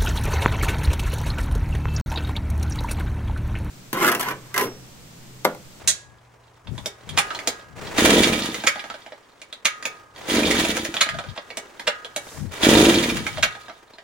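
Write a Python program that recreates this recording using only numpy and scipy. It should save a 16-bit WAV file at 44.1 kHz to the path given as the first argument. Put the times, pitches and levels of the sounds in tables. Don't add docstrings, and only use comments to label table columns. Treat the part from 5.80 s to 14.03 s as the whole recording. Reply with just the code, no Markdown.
import sys
import numpy as np
from scipy import signal
from scipy.fft import rfft, irfft
from scipy.io import wavfile
from scipy.ndimage import uniform_filter1d

SR = 44100
rng = np.random.default_rng(int(sys.argv[2]) if len(sys.argv) > 2 else 0)


def digitize_waveform(pressure):
    field = np.atleast_2d(pressure).T
    bounded = np.clip(field, -1, 1)
    quanta = np.round(bounded * 32767).astype(np.int16)
    wavfile.write(sys.argv[1], SR, quanta)


N = 362943
TIME = np.arange(N) / SR

# time in seconds, turns per second.
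CRANK_SPEEDS = [
    [(2.186, 14.5), (2.256, 20.1), (2.356, 24.4), (2.486, 20.0), (2.666, 13.0), (2.856, 5.7)],
    [(4.487, 16.1), (4.557, 23.4), (4.657, 26.2), (4.787, 21.4), (4.967, 14.25), (5.161, 5.4)],
    [(6.834, 14.5), (6.904, 23.9), (7.004, 27.5), (7.134, 22.0), (7.314, 14.9), (7.471, 5.8)],
]
# slack taken up in seconds, its scrape in dB,
# whir in dB, whir hold in seconds, sleeve in dB, puffs in dB, puff fade in dB per second.
PULL_EFFORT = [(1.969, -56, -20.5, 0.19, -36, -8, 31), (4.362, -50, -28, 0.35, -41, -15.5, 13.5),
               (6.721, -40.5, -20, .21, -36.5, -6.5, 29)]
# frequency in Hz, width in Hz, gain in dB.
AIR_BOX_MODES = [(45.3, 39, -6), (76.5, 19, 2), (159.5, 150, -9.5), (234, 94, 1), (285.5, 72, 9.5),
                 (338, 72, 3.5), (438, 41, 3.5), (540, 51, -23), (637, 21, -28.5)]
HOUSING_MODES = [(972, 62, 7), (1186, 54, -1), (1970, 150, 5), (2305, 49, 5.5), (2700, 110, -17.5),
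                 (3150, 100, -1), (3610, 190, -1.5), (6620, 370, 2), (9700, 690, -4)]
# time in seconds, relative level in dB,
# bass in dB, treble in dB, hollow pitch in Hz, click pitch in Hz.
STARTER_BLOWS = [(0.8706, -30, -5, -25, 840, 1230), (0.9775, -25.5, -4.5, -13.5, 970, 3640),
                 (1.0579, -18, -2.5, 1.5, 440, 3620), (1.29, -21.5, -18, -7, 511, 3200),
                 (1.374, -5.5, -9, -8, 990, 1240), (1.3847, -5.5, -19, -5.5, 970, 2260),
                 (1.504, -17, -6.5, -18, 900, 1290), (1.5474, -19.5, -10.5, -12.5, 956, 4150),
                 (1.5889, -19, -13, -11, 439, 2030), (1.6729, -9.5, -6.5, 0.5, 453, 3770),
                 (2.1807, -9.5, -3.5, -21, 476, 1880), (2.433, -5, -30, -9.5, 452, 3580),
                 (2.836, -17.5, -6, -12, 837, 1570), (2.8709, -3.5, -23, -8, 503, 2180),
                 (2.9929, -17.5, -28, -19, 1000, 2320), (3.0992, -20.5, -8, -17, 694, 1400),
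                 (3.3197, -28.5, -2.5, -27, 660, 1800), (3.6157, -26, -11, -10, 415, 2400),
                 (3.726, -23, -19, -12.5, 506, 3900), (3.8531, -4.5, -19.5, -6, 483, 2490),
                 (4.0247, -21, -17, -10.5, 966, 1850), (4.0531, -12.5, -9.5, -5.5, 506, 2420),
                 (4.7101, -9, -14, -7, 401, 2140), (5.1403, -17, -5.5, -8, 800, 1473),
                 (5.1663, -13.5, -17, -13, 859, 3000), (5.2125, -2.5, -22.5, -9, 535, 4250),
                 (5.288, -12, -24, -17, 665, 1730), (5.3862, -18.5, -3.5, -16, 710, 1420),
                 (5.575, -18, -7.5, -37, 650, 1340), (5.7024, -23, -6, -16, 473, 2260),
                 (5.77, -16, -5, -5, 543, 1980), (5.9951, -20, -12, -9.5, 970, 1900),
                 (6.0735, -4.5, -11, -15.5, 555, 1270), (6.2457, -23, -7, -12, 463, 3340),
                 (6.3615, -14, -8.5, -3, 567, 3850), (6.8284, -13.5, -9, -20, 353, 3400),
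                 (7.4657, -13.5, -8, -11, 820, 1550), (7.5806, -21, -3.5, -11, 665, 3030),
                 (7.6304, -3.5, -17.5, -10, 480, 2840), (7.896, -28.5, -2.5, -25, 673, 1344),
                 (8.1338, -36.5, -1, -17, 480, 4200), (8.1829, -31.5, -6, -20, 440, 1850)]
# time in seconds, relative level in dB.
LEVER_BLOWS = [(0.0750, 1.5), (0.0756, -10), (0.086, -10.5), (0.0883, -6), (0.099, -7.5)]
# frequency in Hz, relative level in dB, seconds to fall by 60 dB.
STARTER_RING = [(830, -55, 0.35), (1234, -38, 0.93), (1266, -36.5, 0.81), (1388, -35, 0.66),
                (1480, -40, 0.53), (1631, -41.5, 0.98), (1670, -32, 0.41), (1804, -32, 0.34),
                (1927, -31, 0.46), (2040, -33.5, 0.14), (2256, -16, 0.03), (2720, -27, 0.057)]
LEVER_RING = [(1661, -52, 0.73), (2290, -53.5, 0.35), (3230, -54, .36), (3930, -51, .25), (6640, -43, .22)]
# centre in seconds, relative level in dB,
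# half-width in seconds, hiss in dB.
SLEEVE_SWISHES = [(0.0, -49.5, 0.11, -59), (1.0, -56.5, 0.074, -55), (1.54, -45, .2, -62),
                  (4.086, -53, 0.12, -66), (5.955, -53.5, 0.48, -66), (6.537, -52.5, 0.089, -45.5)]
# centre in seconds, level in dB, half-width in seconds.
PORT_GUSTS = [(0.087, -38.5, 0.045), (0.298, -48.5, 0.045), (0.92, -25, 0.027), (1.0, -35.5, 0.042),
              (1.345, -31, 0.049), (2.037, -36.5, 0.084), (5.36, -32.5, 0.037), (5.499, -29.5, 0.021),
              (6.64, -24, 0.041), (7.376, -29, 0.047), (7.594, -32.5, 0.066)]
# centre in seconds, half-width in seconds.
HUM_LULLS = [(3.65, 0.31), (5.954, 0.23), (8.3, .25)]
# delay in seconds, gain in dB.
EARLY_ECHOES = [(.0063, -26), (.0092, -11), (0.0156, -16.5)]
# frequency in Hz, relative spectral density in dB.
WHIR_SPECTRUM = [(350, -16.5), (600, 1), (737, -6.5), (970, -13), (1310, -6.5), (1850, -7), (2040, -14.5),
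                 (2310, -7.5), (2870, -7), (3530, -8.5), (4340, -12.5), (9760, -16.5), (12500, -22.5),
                 (15100, -23), (16000, -16)]
CLACK_SPECTRUM = [(120, -38.5), (200, -11.5), (491, -9), (749, -8.5), (2330, -7.5), (3370, -6.5),
                  (3970, -7), (4350, -9.5), (7010, -13), (7830, -21.5), (8900, -21.5), (10500, -23),
                  (13100, -41.5), (15100, -29), (16000, -41)]
LEVER_SPECTRUM = [(120, -50), (200, -27), (500, -18.5), (883, -21.5), (1000, -22), (2250, -11.5),
                  (3070, -14), (3310, -5.5), (4950, -7), (6880, -0.5), (9580, -9), (10300, -14.5),
                  (16000, -33)]
CLOTH_SPECTRUM = [(200, -1), (450, 6.5), (900, 1.5), (2000, -2), (4000, -12), (6700, -13), (10000, -21.5),
                  (13000, -30.5), (16000, -20.5)]
GUST_SPECTRUM = [(20, -27.5), (50, -13.5), (90, -4), (160, -7.5), (230, -16.5), (400, -28), (1000, -69.5)]
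ROOM_SPECTRUM = [(25, -25), (60, -7.5), (125, -16.5), (250, -3.5), (500, -10), (1000, 2.5), (2000, -15),
                 (4000, -43), (7000, -23.5), (12000, -30), (16000, -44)]

COMPRESSION_TURN = .18
YANK_S = 0.052
CUTOFF_HZ = 15900


def crank_turns():
    turns = np.zeros(N)
    for pull in CRANK_SPEEDS:
        speed = np.interp(TIME, *np.transpose(pull), left=0, right=0)
        turns += np.cumsum(speed) / SR * (speed > 0)
    return turns


def compression(turns):
    return np.cos(2 * np.pi * (turns - COMPRESSION_TURN))


def piston(turns, second_port=.57, puff_db=-25, ring_db=-4, slow_hz=330, fast_hz=620, gush_db=-29):
    opens = sum(np.diff(np.ceil(turns - at), prepend=0) > 0 for at in (0, second_port))
    pulses = opens * puff_gain() * from_db(1.2 * rng.standard_normal(N))
    gush = trail(pulses, decay_s=0.015) * rng.standard_normal(N)
    air = pulses + from_db(gush_db) * gush * (turns > 0)
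    speed = np.diff(turns, prepend=0) * SR
    haste = np.clip((speed - 12) / 13, 0, 1)
    flow = -band(air * haste, 25, fast_hz) - band(air * (1 - haste), 25, slow_hz)
    chug = from_db(puff_db) * band(flow, 150, 490) + from_db(ring_db) * resonate(flow, AIR_BOX_MODES)
    chug /= band(signal.unit_impulse(2048), 190, 560).max()
    return chug + sum(from_db(db) * np.interp(TIME - delay, TIME, chug) for delay, db in EARLY_ECHOES)


def puff_gain(rise_s=0.067, rise_db=12, stall_s=0.12, stall_db=7):
    gain = 0
    for pull, (*_, db, fade) in zip(CRANK_SPEEDS, PULL_EFFORT):
        start, stop = pull[0][0], pull[-1][0]
        top, stall = start + rise_s, stop - stall_s
        late_db = db - fade * (stall - top)
        gain += level([(start - YANK_S, db - rise_db), (top, db),
                       (stall, late_db), (stop, late_db - stall_db)])
    return gain


def whir(turns, grains_per_s=5000, rattles_per_s=120, rattle_db=0.5, throb_db=2.5, flutter_db=1.6):
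    grains = (rng.random(N) < grains_per_s / SR) * from_db(np.minimum(rng.exponential(1, N), 4))
    ticks = (rng.random(N) < rattles_per_s / SR) * rng.uniform(1, 1, N)
    rattle = trail(ticks, decay_s=0.011)
    contacts = (rms_one(grains) + from_db(rattle_db) * rms_one(rattle)) * rng.standard_normal((3, N))
    direct = from_right(contacts[0], tilt_db=9)
    scattered = from_db(6) * contacts[1:]
    rasp = convolve(direct + scattered, response(WHIR_SPECTRUM))
    rasp = rms_one(band(rasp + resonate(rasp, HOUSING_MODES), 760, 22000))
    flutter = rms_one(band(rng.standard_normal(N), 35, 94))
    return rasp * whir_gain() * from_db(throb_db * compression(turns) + flutter_db * flutter)


def whir_gain(rewind_db=-58):
    parts = [from_db(rewind_db) * rewind_gain()]
    for pull, (slack_s, slack_db, db, hold_s, *_) in zip(CRANK_SPEEDS, PULL_EFFORT):
        parts.append(swell(slack_s, slack_db, rise_s=0.023, fade_db_per_s=59))
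        parts.append(swell(pull[0][0], db, YANK_S, fade_db_per_s=48, hold_s=hold_s))
    return np.max(parts, axis=0)


def rewind_gain():
    return sum(swell(pull[-1][0], 0, YANK_S, fade_db_per_s=46, hold_s=0.22) for pull in CRANK_SPEEDS)


def clacks(blows, body_db=-6, bass_db=2, treble_db=4.5, light_t60=0.029, heavy_t60=0.038, lead_s=.006):
    body, out = response(CLACK_SPECTRUM)[:1500], np.zeros(N)
    low, middle, high = (band(body, *hz, order=3) for hz in [(228, 907), (1070, 4800), (6660, 25000)])
    for s, db, bass, treble, hollow_hz, click_hz in blows:
        weight = np.clip((db + 11) / 8, 0, 1)
        t60 = light_t60 + weight * (heavy_t60 - light_t60)
        hollow = (hollow_hz, 130, 7.5)
        click = (click_hz, 300, 8.5 - 9 * weight)
        grip = (2100, 750, 6 - 25 * (1 - weight))
        registers = [(low + resonate(low, [hollow]), bass + bass_db, 1.44 * t60),
                     (middle + resonate(middle, [click, grip]), 0, t60),
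                     (high, treble + treble_db, 0.55 * t60)]
        for shape, share_db, decay in registers:
            burst = chatter(db + share_db + body_db, decay, lead_s, lead_db=-40 + 36.3 * weight)
            add(out, s + 0.000994 - lead_s, signal.fftconvolve(burst, shape / np.linalg.norm(shape)))
    return out + ring(blows, STARTER_RING)


def crank_knocks(turns, knock_db=-13, spread_db=1.5, hollow_hz=(400, 715), click_hz=(1720, 3730)):
    times = TIME[np.diff(np.ceil(turns - COMPRESSION_TURN), prepend=0) > 0]
    low, high = zip((-spread_db, spread_db), hollow_hz, click_hz)
    draws = rng.uniform(low, high, (len(times), 3))
    effort = np.interp(times, TIME, whir_gain())
    levels = knock_db + 0.15 * 20 * np.log10(effort / effort.max() + 1e-6)
    bass_db = treble_db = -9
    return [(s, db + force_db, bass_db, treble_db, hollow, click)
            for s, db, (force_db, hollow, click) in zip(times, levels, draws)]


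def pawl_skips(count=4, after_s=.1, gap_s=0.077, slowing=1.25, first_db=-22, loss_db=2.5):
    bass_db, treble_db, hollow_hz, click_hz = -3, -17, 712, 1480
    blows = []
    for pull in CRANK_SPEEDS:
        s = pull[-1][0] + after_s
        for k, stretch in enumerate(rng.uniform(1, 1.1, count)):
            db = first_db - loss_db * k
            blows.append((s, db, bass_db, treble_db, hollow_hz * stretch, click_hz * stretch))
            s += gap_s * slowing ** k * stretch
    return blows


def chatter(db, t60, lead_s, lead_db, size=5000):
    t = TIME[:size] - lead_s
    shape_db = np.where(t < 0, lead_db + 9 * t / lead_s, -60 * t / t60)
    return from_db(db + shape_db) * rng.standard_normal(size)


def ring(blows, modes, soft_db=-12):
    t, out = TIME[:SR], np.zeros(N)
    tones = np.array([from_db(db - 60 * t / t60) * np.sin(2 * np.pi * hz * t) for hz, db, t60 in modes])
    for s, db, *_ in blows:
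        force_db = db + .5 * min(db - soft_db, 0)
        add(out, s, from_db(force_db + 2 * rng.standard_normal(len(modes))) @ tones)
    return out


def cavity(hollow_db=-25, t60=0.18, band_hz=(1350, 2400), heavy_db=-9):
    t, out = TIME[:SR // 2], np.zeros(N)
    for s, db, *_ in STARTER_BLOWS:
        if db > heavy_db:
            modes = rms_one(band(rng.standard_normal(len(t)), *band_hz))
            add(out, s, from_db(db + hollow_db - 60 * t / t60) * modes)
    return out


def lever(snap_db=-11.5):
    snaps = np.zeros(N)
    for s, db in LEVER_BLOWS:
        add(snaps, s - .001, chatter(db + snap_db, t60=0.032, lead_s=0.0014, lead_db=-17))
    return convolve(snaps, response(LEVER_SPECTRUM)) + ring(LEVER_BLOWS, LEVER_RING)


def rattles(handling_db=-10, cranking_db=-5.5, rewind_db=-53):
    handled = from_db(handling_db) * rustle_gain() * loose_ticks(per_s=24)
    cranked = from_db(cranking_db) * whir_gain() * loose_ticks(per_s=63)
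    rewound = from_db(rewind_db) * rewind_gain() * loose_ticks(per_s=26)
    return handled + cranked + rewound


def loose_ticks(per_s):
    ticks = (rng.random(N) < per_s / SR) * from_db(1.5 * rng.uniform(-2.3, 1, N))
    buzz = trail(ticks, decay_s=0.0021) * rng.standard_normal(N)
    return rms_one(band(buzz, 2300, 4500) + resonate(buzz, HOUSING_MODES[:7]))


def blow_by(turns, hiss_db=-44, swing_db=14):
    hiss = rms_one(band(rng.standard_normal((2, N)), 6000, 19000))
    return (turns > 0) * hiss * from_db(hiss_db + swing_db * (compression(turns) - 1))


def sleeves(crinkle_db=2, scatter_db=-1):
    crinkle = from_db(crinkle_db * rms_one(band(rng.standard_normal(N), 6.9, 40)))
    swish = rng.standard_normal(N) + from_db(scatter_db) * rng.standard_normal((2, N))
    return convolve(swish * crinkle * rustle_gain(), response(CLOTH_SPECTRUM))


def rustle_gain(still_db=-62.5, lift_db=-9, rise_s=0.025, fade_db_per_s=21.5):
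    arm = 0
    for pull, (slack_s, _, _, _, db, _, _) in zip(CRANK_SPEEDS, PULL_EFFORT):
        yank_s = pull[0][0]
        arm += level([(slack_s - rise_s, still_db), (slack_s, db + lift_db),
                      (yank_s, db), (yank_s + 2, db - 2 * fade_db_per_s)])
    hands = bumps([(s, db, width) for s, db, width, _ in SLEEVE_SWISHES])
    return np.sqrt(from_db(still_db) ** 2 + arm ** 2 + hands ** 2)


def sleeve_hiss():
    hiss = rms_one(band(rng.standard_normal((2, N)), 4500, 9000, order=1))
    return hiss * bumps([(s, hiss_db, width) for s, _, width, hiss_db in SLEEVE_SWISHES])


def draught(right_db=-26):
    eddies = convolve(rng.standard_normal(N), response(GUST_SPECTRUM))[0]
    eddies /= np.sqrt(uniform_filter1d(eddies ** 2, size=1500) + 1e-9)
    return bumps(PORT_GUSTS) * eddies * from_db([[0], [right_db]])


def room_tone(air_db=-60, hum_hz=120, hum_db=-57, dip_db=-25):
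    noise = rng.standard_normal(N) + 0.9 * rng.standard_normal((2, N))
    air = rms_one(convolve(noise, response(ROOM_SPECTRUM)))
    hum = np.sin(2 * np.pi * hum_hz * TIME)
    rumble = from_db(-5) * rms_one(band(rng.standard_normal(N), 40, 130))
    dips = bumps([(s, 0, width) for s, width in HUM_LULLS])
    return from_db(air_db) * air + from_db(hum_db + dip_db * dips) * (hum + rumble)


def workshop(x, near_db, far_db, near_t60=0.11, far_t60=0.3, alike_hz=750):
    t = TIME[:SR * 2 // 3]
    white = rng.standard_normal((3, len(t)))
    diffuse = band(white[2], 36, alike_hz) + band(white[:2], alike_hz, 21000)
    near = diffuse * from_db(-60 * t / near_t60) * (t > .002)
    far = band(diffuse[:, ::-1], 60, 4900, order=1) * from_db(-60 * t / far_t60) * (t > .012)
    echoes = sum(from_db(db) * h / np.linalg.norm(h[0]) for db, h in [(near_db, near), (far_db, far)])
    return x + convolve(x, echoes)


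def from_right(x, tilt_db, lag_samples=2):
    x = np.ravel(x)
    return np.array([np.roll(x, lag_samples), x]) * from_db([[-tilt_db / 2], [tilt_db / 2]])


def level(rows):
    coarse = TIME[::32]
    db = np.interp(coarse, *np.transpose(rows), left=-np.inf, right=-np.inf)
    return np.interp(TIME, coarse, from_db(db))


def swell(s, db, rise_s, fade_db_per_s, hold_s=0):
    release = s + hold_s
    return level([(s - rise_s, db - 40), (s, db), (release, db), (release + 2, db - 2 * fade_db_per_s)])


def bumps(rows):
    coarse = TIME[::32]
    gain = sum(from_db(db) * np.exp(-.5 * ((coarse - s) / width) ** 2) for s, db, width in rows)
    return np.interp(TIME, coarse, gain)


def response(spectrum, size=4096):
    hz, db = np.transpose(spectrum)
    log_hz = np.log(np.fft.rfftfreq(size, 1 / SR) + 1)
    log_gain = np.log(from_db(np.interp(log_hz, np.log(hz), db)))
    cepstrum = irfft(log_gain) * np.r_[1, np.full(size // 2 - 1, 2), np.zeros(size // 2)]
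    impulse = irfft(np.exp(rfft(cepstrum)))
    return impulse / np.linalg.norm(impulse)


def resonate(x, modes):
    return sum(from_db(db) * signal.lfilter(*signal.iirpeak(hz, hz / width, SR), x + 1e-18)
               for hz, width, db in modes)


def trail(pulses, decay_s):
    return signal.lfilter([1], [1, -np.exp(-1 / (decay_s * SR))], pulses + 1e-18)


def band(x, low_hz, high_hz, order=2):
    sections = signal.butter(order, [low_hz, min(high_hz, .45 * SR)], "band", fs=SR, output="sos")
    return signal.sosfilt(sections, x + 1e-18)


def convolve(x, impulse):
    return signal.fftconvolve(np.atleast_2d(x), np.atleast_2d(impulse), axes=-1)[:, :N]


def add(out, s, sound):
    part = out[int(s * SR):][:len(sound)]
    part += sound[:len(part)]


def from_db(db):
    return 10 ** (np.asarray(db) / 20)


def rms_one(x):
    return x / np.sqrt(np.mean(x ** 2) + 1e-20)


def scene():
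    turns = crank_turns()
    engine = workshop(from_right(piston(turns), tilt_db=0.5), near_db=-27, far_db=-13.5)
    starter = workshop(whir(turns) + blow_by(turns), near_db=-5, far_db=-10.5)
    blows = STARTER_BLOWS + crank_knocks(turns) + pawl_skips()
    housing = clacks(blows) + cavity() + rattles()
    knocks = workshop(from_right(housing, tilt_db=2), near_db=-0.5, far_db=-14)
    snap = workshop(from_right(lever(), tilt_db=3.5, lag_samples=1), near_db=4, far_db=-9)
    cloth = from_db(2.5) * sleeves() + sleeve_hiss()
    return engine + starter + knocks + snap + cloth + draught() + room_tone()


def record(dry):
    lowpass = signal.ellip(10, .2, 70, CUTOFF_HZ, fs=SR, output="sos")
    return signal.sosfilt(lowpass, np.clip(dry, -1, 1))


dry = scene()
out = record(dry)
digitize_waveform(out)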